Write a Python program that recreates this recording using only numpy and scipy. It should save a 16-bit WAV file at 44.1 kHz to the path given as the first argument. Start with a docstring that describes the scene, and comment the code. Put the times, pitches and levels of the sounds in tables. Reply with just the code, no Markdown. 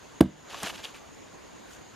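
"""One blunt blow on a slim trunk in a forest, heard close up: decaying tones ring and noise cracks.
Then a hand scrapes and peels the bark in short pulls: grainy noise with small ringing snaps.
Echo off the trees follows the crack. Behind it all lie soft leaf noise, a band of insect song and
one bright rustle of leaves. A limiter turns everything down for the blow and then lets go."""
import sys
import numpy as np
from scipy import signal
from scipy.fft import rfft, irfft, next_fast_len
from scipy.io import wavfile
from scipy.ndimage import uniform_filter1d, minimum_filter1d

SR = 44100
rng = np.random.default_rng(int(sys.argv[2]) if len(sys.argv) > 2 else 0)


def store_pcm(level_fs):
    """Save levels as 16-bit WAV."""
    pcm = np.round(np.clip(level_fs, -1, 1) * 32767).astype(np.int16)
    wavfile.write(sys.argv[1], SR, np.atleast_2d(pcm).T)


N = 85995

# All levels are relative, ahead of the limiter; t60 is the time to fade by 60 dB.
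# The blow and small rebounds of the tool. Each row: start in seconds, level in dB, contact time in seconds.
BLOWS = [(0.2077, 7.5, 0.0017), (0.2226, -15, 0.00063), (0.2373, -10.5, 0.0056), (0.2556, -11.5, 0.0053)]
# Ringing tones of the trunk. Each row: frequency in Hz, level in dB, t60 in seconds.
TRUNK_TONES = [(80.7, -11, 0.21), (100, -20, 0.13), (151.1, -25.5, .5), (197, -5, 0.19), (299.4, 9, 0.06),
               (249.7, 6, 0.084), (341, -18, 0.1), (396, -5, 0.055), (584.5, -6, 0.087), (638.8, -2, 0.066),
               (787, -2, 0.031), (1080, -23, 0.097), (1584, 0, 0.019), (3580, -19, .02)]
# Colour of the splintering fibres. Each row: frequency in Hz, level in dB per Hz.
CRACK_COLOUR = [(590, -33), (1000, 4), (2010, -8.5), (3700, -5.5), (6410, -22), (11200, -12),
                (14600, -23.5), (15500, -22)]
# Hand on bark. Each row: time in seconds, scrape level in dB, low rub level in dB, treble level in dB.
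SCRAPE_LEVELS = [(0.44, -73, -64, -86), (0.476, -56.5, -56, -81), (0.506, -44, -52, -57),
                 (0.528, -46.5, -49, -60), (0.548, -42.5, -45, -60), (0.556, -45, -50, -58),
                 (0.624, -45.5, -50, -53), (0.632, -43.5, -33, -49), (0.644, -36, -43, -52),
                 (0.672, -36, -37.5, -45), (0.696, -39.5, -55, -51), (0.702, -38.5, -45.5, -50),
                 (0.722, -53.5, -51, -60), (0.74, -46.5, -49, -58), (0.76, -42, -82, -56),
                 (0.766, -59, -75, -60), (0.768, -52, -77, -59), (0.79, -45.5, -47, -60),
                 (0.826, -54.5, -61, -66), (0.846, -37, -47, -48), (0.858, -49, -45, -59),
                 (0.864, -47.5, -52, -57), (0.894, -51.5, -57, -62), (0.904, -54, -84, -64),
                 (0.926, -60, -76, -71), (0.93, -65, -90, -74), (0.948, -50.5, -51, -63),
                 (0.964, -51, -56, -62), (0.986, -57, -82, -70), (1.02, -70, -50.5, -76)]
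# Colour of the scraped fibres. Each row: frequency in Hz, level in dB per Hz.
FIBRE_COLOUR = [(710, -11), (1200, -4.5), (1360, -7), (1800, -4.5), (2070, -5), (2730, -1.5), (7500, -12.5),
                (9750, -52), (16500, -120)]
# Colour of the low rub. Each row: frequency in Hz, level in dB per Hz.
RUB_COLOUR = [(180, -45), (300, 1.5), (393, -3), (659, 4.5), (938, 0), (1800, -1), (2340, -38),
              (3960, -120)]
# Colour of the scrape's treble. Each row: frequency in Hz, level in dB per Hz.
TREBLE_COLOUR = [(4120, -25), (7000, -11), (10100, -9), (12500, -10.5), (15300, -25)]
# Bark snaps and low thumps of loose bark.
# Each row: start in seconds, level in dB, ring in Hz, t60 in seconds, share of broad crackle from 0 to 1.
SNAPS = [(0.5054, -62, 2600, 0.018, 0.5), (.533, -30.5, 1000, 0.012, .1), (0.545, -24.5, 1050, .022, 0.2),
         (0.6, -39.5, 5900, 0.024, 0), (0.603, -34, 990, .01, 0), (0.6313, -18.5, 830, 0.024, 1),
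         (.636, -30, 194, 0.059, 0), (.638, -37.5, 303, 0.085, 0), (0.653, -39, 2020, 0.0053, .6),
         (0.662, -28, 2900, 0.044, 0.35), (0.674, -34, 2900, 0.048, 0), (.703, -22, 2940, 0.009, 0.2),
         (0.7483, -37, 2920, 0.012, 0.2), (0.8407, -23, 3410, 0.0067, 0.04),
         (0.846, -30.5, 4750, 0.023, 0.4), (.847, -33, 2864, 0.063, 0), (0.853, -22.5, 3260, 0.013, 0.05),
         (0.9455, -33, 2680, 0.014, 0.3), (.96, -38, 2210, 0.029, .4)]
# Echo off the trees. Each row: frequency in Hz, t60 in seconds.
ECHO_FADE = [(100, 0.29), (300, 0.18), (1000, 0.22), (4000, 0.36), (12000, 0.11)]
# Steady leaf noise. Each row: frequency in Hz, level in dB per Hz.
LEAF_COLOUR = [(15, -22), (25, 5), (48, 3), (144, -0.5), (297, 4), (389, 2), (782, -3.5), (1050, -4),
               (1270, -7.5), (1900, -10), (3500, -14), (5430, -19), (7910, -25), (13500, -31), (15000, -44),
               (15500, -44)]
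# A bright rustle of leaves. Each row: time in seconds, level in dB.
RUSTLE_LEVEL = [(1.62, -68), (1.68, -59), (1.738, -51.5), (1.772, -59), (1.792, -62), (1.82, -65)]
# Colour of that rustle. Each row: frequency in Hz, level in dB per Hz.
RUSTLE_COLOUR = [(590, -46), (1000, -38), (1460, 7.5), (1740, -0.5), (2290, -6), (5060, -10), (6290, -9),
                 (15600, -17.5)]
# How alike left and right are, near the listener. Each row: frequency in Hz, likeness from -1 to 1.
NEAR_ALIKE = [(60, 0.63), (240, 0.96), (950, 1), (3770, 1), (15000, 0.39)]
# How alike left and right are, in the forest. Each row: frequency in Hz, likeness from -1 to 1.
FOREST_ALIKE = [(60, 1), (130, 0.23), (290, -0.68), (640, -0.0097), (1410, 0.4), (3100, 0.63), (6820, 0.65),
                (15000, -0.17)]

RISE_S = 0.0035  # how gradually each ring starts
WANDER = 0.008  # random phase step of each tone, radians per sample
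# The tool settles on the wood and damps the ring: when, how gradually, and by how much
SETTLE_S, SETTLE_WIDTH_S, SETTLE_DB = 0.0112, 0.0008, -15
CRACK_S, CRACK_WIDTH_S, CRACK_DB = 0.21, 0.0017, -9.5
CRACK_TAIL_DB, CRACK_T60 = -26, 0.08  # tail level against the crack's peak; t60 in seconds
GRAINS_PER_S, GRAIN_DB, GRAIN_S = 2000, 3, 0.00062  # mean rate, unevenness of size, fade time
HISS = 0.95  # hiss against grains at 1
SNAP_RISE_S, SNAP_TOP_HZ = 0.00036, 12000
ECHO_DB, ECHO_DELAY = -26, 400  # delay in samples
LEAVES_DB, INSECT_DB = -48, -60
INSECT_HZ, INSECT_WIDTH_HZ = 6710, 790  # centre, and distance from it where gain is exp(-2)
BASS_CUT_HZ, TREBLE_CUT_HZ, TOP_HZ = 61.5, 15500, 15700
CEILING_DB, AHEAD_S = -1, 0.009  # limiter threshold and look-ahead
FAST_DB_PER_S, SLOW_SHARE, SLOW_DB_PER_S = 450, 0.5, 20  # how the limiter lets go


def trunk_ring():
    """Each blow rings the trunk unsteadily; a longer contact leaves the high tones out."""
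    out = np.zeros(N + SR)
    t = np.arange(SR // 2) / SR
    settling = SETTLE_DB * (1 + np.tanh((t - SETTLE_S) / SETTLE_WIDTH_S)) / 2
    rise = 1 - np.exp(-t / RISE_S)
    for start_s, blow_db, contact_s in BLOWS:
        ring = np.zeros(len(t))
        for hz, tone_db, t60 in TRUNK_TONES:
            wander = np.cumsum(rng.normal(0, WANDER, len(t)))
            tone = np.sin(2 * np.pi * hz * t + wander)
            softness = 1 + (hz * contact_s) ** 4
            ring += amp(tone_db - 60 * t / t60) * tone / softness
        start = round(start_s * SR)
        out[start:start + len(t)] += amp(blow_db + settling) * ring * rise
    return out[:N] * amp(0) * np.array([[0.0], [0.0]]) + out[:N] * amp([[-0.5], [0.5]])


def fibre_crack():
    """The hard blow cracks fibres: a short swell of noise with a quieter fading tail."""
    since = np.arange(N) / SR - CRACK_S
    burst = np.exp(-(since / CRACK_WIDTH_S) ** 2 / 2)
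    tail = (since > 0) * amp(CRACK_TAIL_DB - 60 * np.abs(since) / CRACK_T60)
    noise = spread(rng.standard_normal((2, N)), lambda hz: amp(along(CRACK_COLOUR, hz)), NEAR_ALIKE)
    return amp(CRACK_DB) * (burst + tail) * noise


def bark_scrape():
    """Dry bark slips in tiny grains; fibres, low rub and treble each follow their own level."""
    out = np.zeros((2, N))
    for gain, colour in zip(curves(SCRAPE_LEVELS), (FIBRE_COLOUR, RUB_COLOUR, TREBLE_COLOUR)):
        out += gain * spread(grains(), lambda hz: amp(along(colour, hz)), NEAR_ALIKE)
    return out


def bark_snaps():
    """Each snap is a brief unsteady ring mixed with broad crackle, the same in both ears."""
    snaps = np.zeros(N)
    t = np.arange(SR // 20) / SR
    rise = 1 - np.exp(-t / SNAP_RISE_S)
    for start_s, db, hz, t60, crackle_share in SNAPS:
        wander = np.cumsum(rng.normal(0, hz / 25000, len(t)))
        ring = np.sin(2 * np.pi * hz * t + wander)
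        crackle = 0.57 * rng.standard_normal(len(t))
        sound = (1 - crackle_share) * ring + crackle_share * crackle
        start = round(start_s * SR)
        snaps[start:start + len(t)] += amp(db - 60 * t / t60) * sound * rise
    return filtered(snaps, lambda hz: 1 / (1 + (hz / SNAP_TOP_HZ) ** 8))


def tree_echo(x):
    """The trees' answer is a tail of noise in which each frequency dies at its own speed."""
    own = 0.3 * rng.standard_normal((2, SR // 2))
    shared = rng.standard_normal(SR // 2)
    hz, t, z = signal.stft(own + shared, SR, nperseg=256)
    fade = amp(-60 * t / along(ECHO_FADE, hz)[:, None])
    tail = signal.istft(z * fade, SR, nperseg=256)[1]
    tail = tail / np.linalg.norm(tail[0])
    delayed = np.pad(x.mean(0), (ECHO_DELAY, 0))[None]
    return amp(ECHO_DB) * signal.fftconvolve(delayed, tail, axes=1)[:, :N]


def leaf_rustle():
    """One bright rustle: many small slips, swelling and fading."""
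    level = curves(RUSTLE_LEVEL)[0]
    return level * spread(grains(), lambda hz: amp(along(RUSTLE_COLOUR, hz)), FOREST_ALIKE)


def insects():
    """Many singers blend into one uneven noise band around a single pitch."""
    band = lambda hz: np.exp(-2 * ((hz - INSECT_HZ) / INSECT_WIDTH_HZ) ** 2)
    return amp(INSECT_DB) * spread(patchy(patchy_db=2.5), band, FOREST_ALIKE)


def leaves():
    """Many leaves together make soft, slightly uneven noise."""
    colour = lambda hz: amp(along(LEAF_COLOUR, hz))
    return amp(LEAVES_DB) * spread(patchy(patchy_db=1.5), colour, FOREST_ALIKE)


def grains():
    """Tiny slips of uneven size, each a short puff of noise, over hiss."""
    happens = rng.random(N) < GRAINS_PER_S / SR
    slips = happens * amp(GRAIN_DB * rng.standard_normal(N))
    puffs = signal.lfilter([1], [1, -np.exp(-1 / (GRAIN_S * SR))], slips)
    hiss = unit(patchy(patchy_db=3, size=128))
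    return unit(puffs * rng.standard_normal((2, N))) + HISS * hiss


def patchy(patchy_db, size=512):
    """Two noises sharing patches of random gain across time and frequency."""
    z = signal.stft(rng.standard_normal((2, N)), nperseg=size)[2]
    field = uniform_filter1d(rng.standard_normal(z.shape[1:]), 5, 0)
    field = uniform_filter1d(field, 8, 1)
    return signal.istft(z * amp(patchy_db * unit(field)), nperseg=size)[1][:, :N]


def spread(pair, gain, alike):
    """Colour two unrelated signals and mix them to left and right, with an rms of 1."""
    turn = lambda hz: np.arccos(np.clip(along(alike, hz), -1, 1)) / 2
    mid, side = filtered(pair, lambda hz: gain(hz) * [np.cos(turn(hz)), np.sin(turn(hz))])
    return unit(np.array([mid + side, mid - side]))


def filtered(x, response):
    """Multiply the spectrum of x by a response that depends on frequency."""
    m = next_fast_len(N + SR // 2)
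    return irfft(rfft(x, m) * response(np.fft.rfftfreq(m, 1 / SR)), m)[..., :N]


def curves(rows):
    """Gain per sample for each dB column; -120 dB outside the rows."""
    s, *columns = np.transpose(rows)
    t = np.arange(N) / SR
    return [amp(np.interp(t, s, column, left=-120, right=-120)) for column in columns]


def along(points, hz):
    """Read a value between (Hz, value) points on a log frequency axis."""
    f, v = np.transpose(points)
    return np.interp(np.log(hz + 1), np.log(f + 1), v)


def unit(x):
    """Scale to an rms of 1."""
    return x / np.sqrt(np.mean(x ** 2) + 1e-20)


def amp(db):
    """Turn dB into a gain."""
    return 10 ** (np.asarray(db) / 20)


def scene():
    """Add the blow, the bark, the echo of the blow and the forest."""
    blow = trunk_ring() + fibre_crack()
    bark = bark_scrape() + bark_snaps()
    forest = leaf_rustle() + insects() + leaves()
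    return blow + bark + tree_echo(blow) + forest


def record(dry):
    """Bass cut; a look-ahead limiter lets go fast at first, then slowly; then the treble cut."""
    dry = filtered(dry, lambda hz: (1j * hz / (1j * hz + BASS_CUT_HZ)) ** 2)
    t = np.arange(N) / SR
    ahead = round(AHEAD_S * SR)
    peak_db = 20 * np.log10(np.abs(dry).max(0) + 1e-9)
    over_db = np.clip(peak_db - CEILING_DB, 0, None)
    # the highest excess within the look-ahead
    over_db = -minimum_filter1d(-over_db, ahead, origin=-(ahead // 2))
    let_go = lambda db, rate: np.maximum.accumulate(db + rate * t) - rate * t
    fast_db = let_go(over_db, FAST_DB_PER_S)
    slow_db = let_go(SLOW_SHARE * over_db, SLOW_DB_PER_S)
    cut_db = uniform_filter1d(np.maximum(fast_db, slow_db), size=80)
    treble_cut = lambda hz: (hz < TOP_HZ) / (1 + (hz / TREBLE_CUT_HZ) ** 40)
    return filtered(dry * amp(-cut_db), treble_cut)


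dry = scene()
out = record(dry)
store_pcm(out)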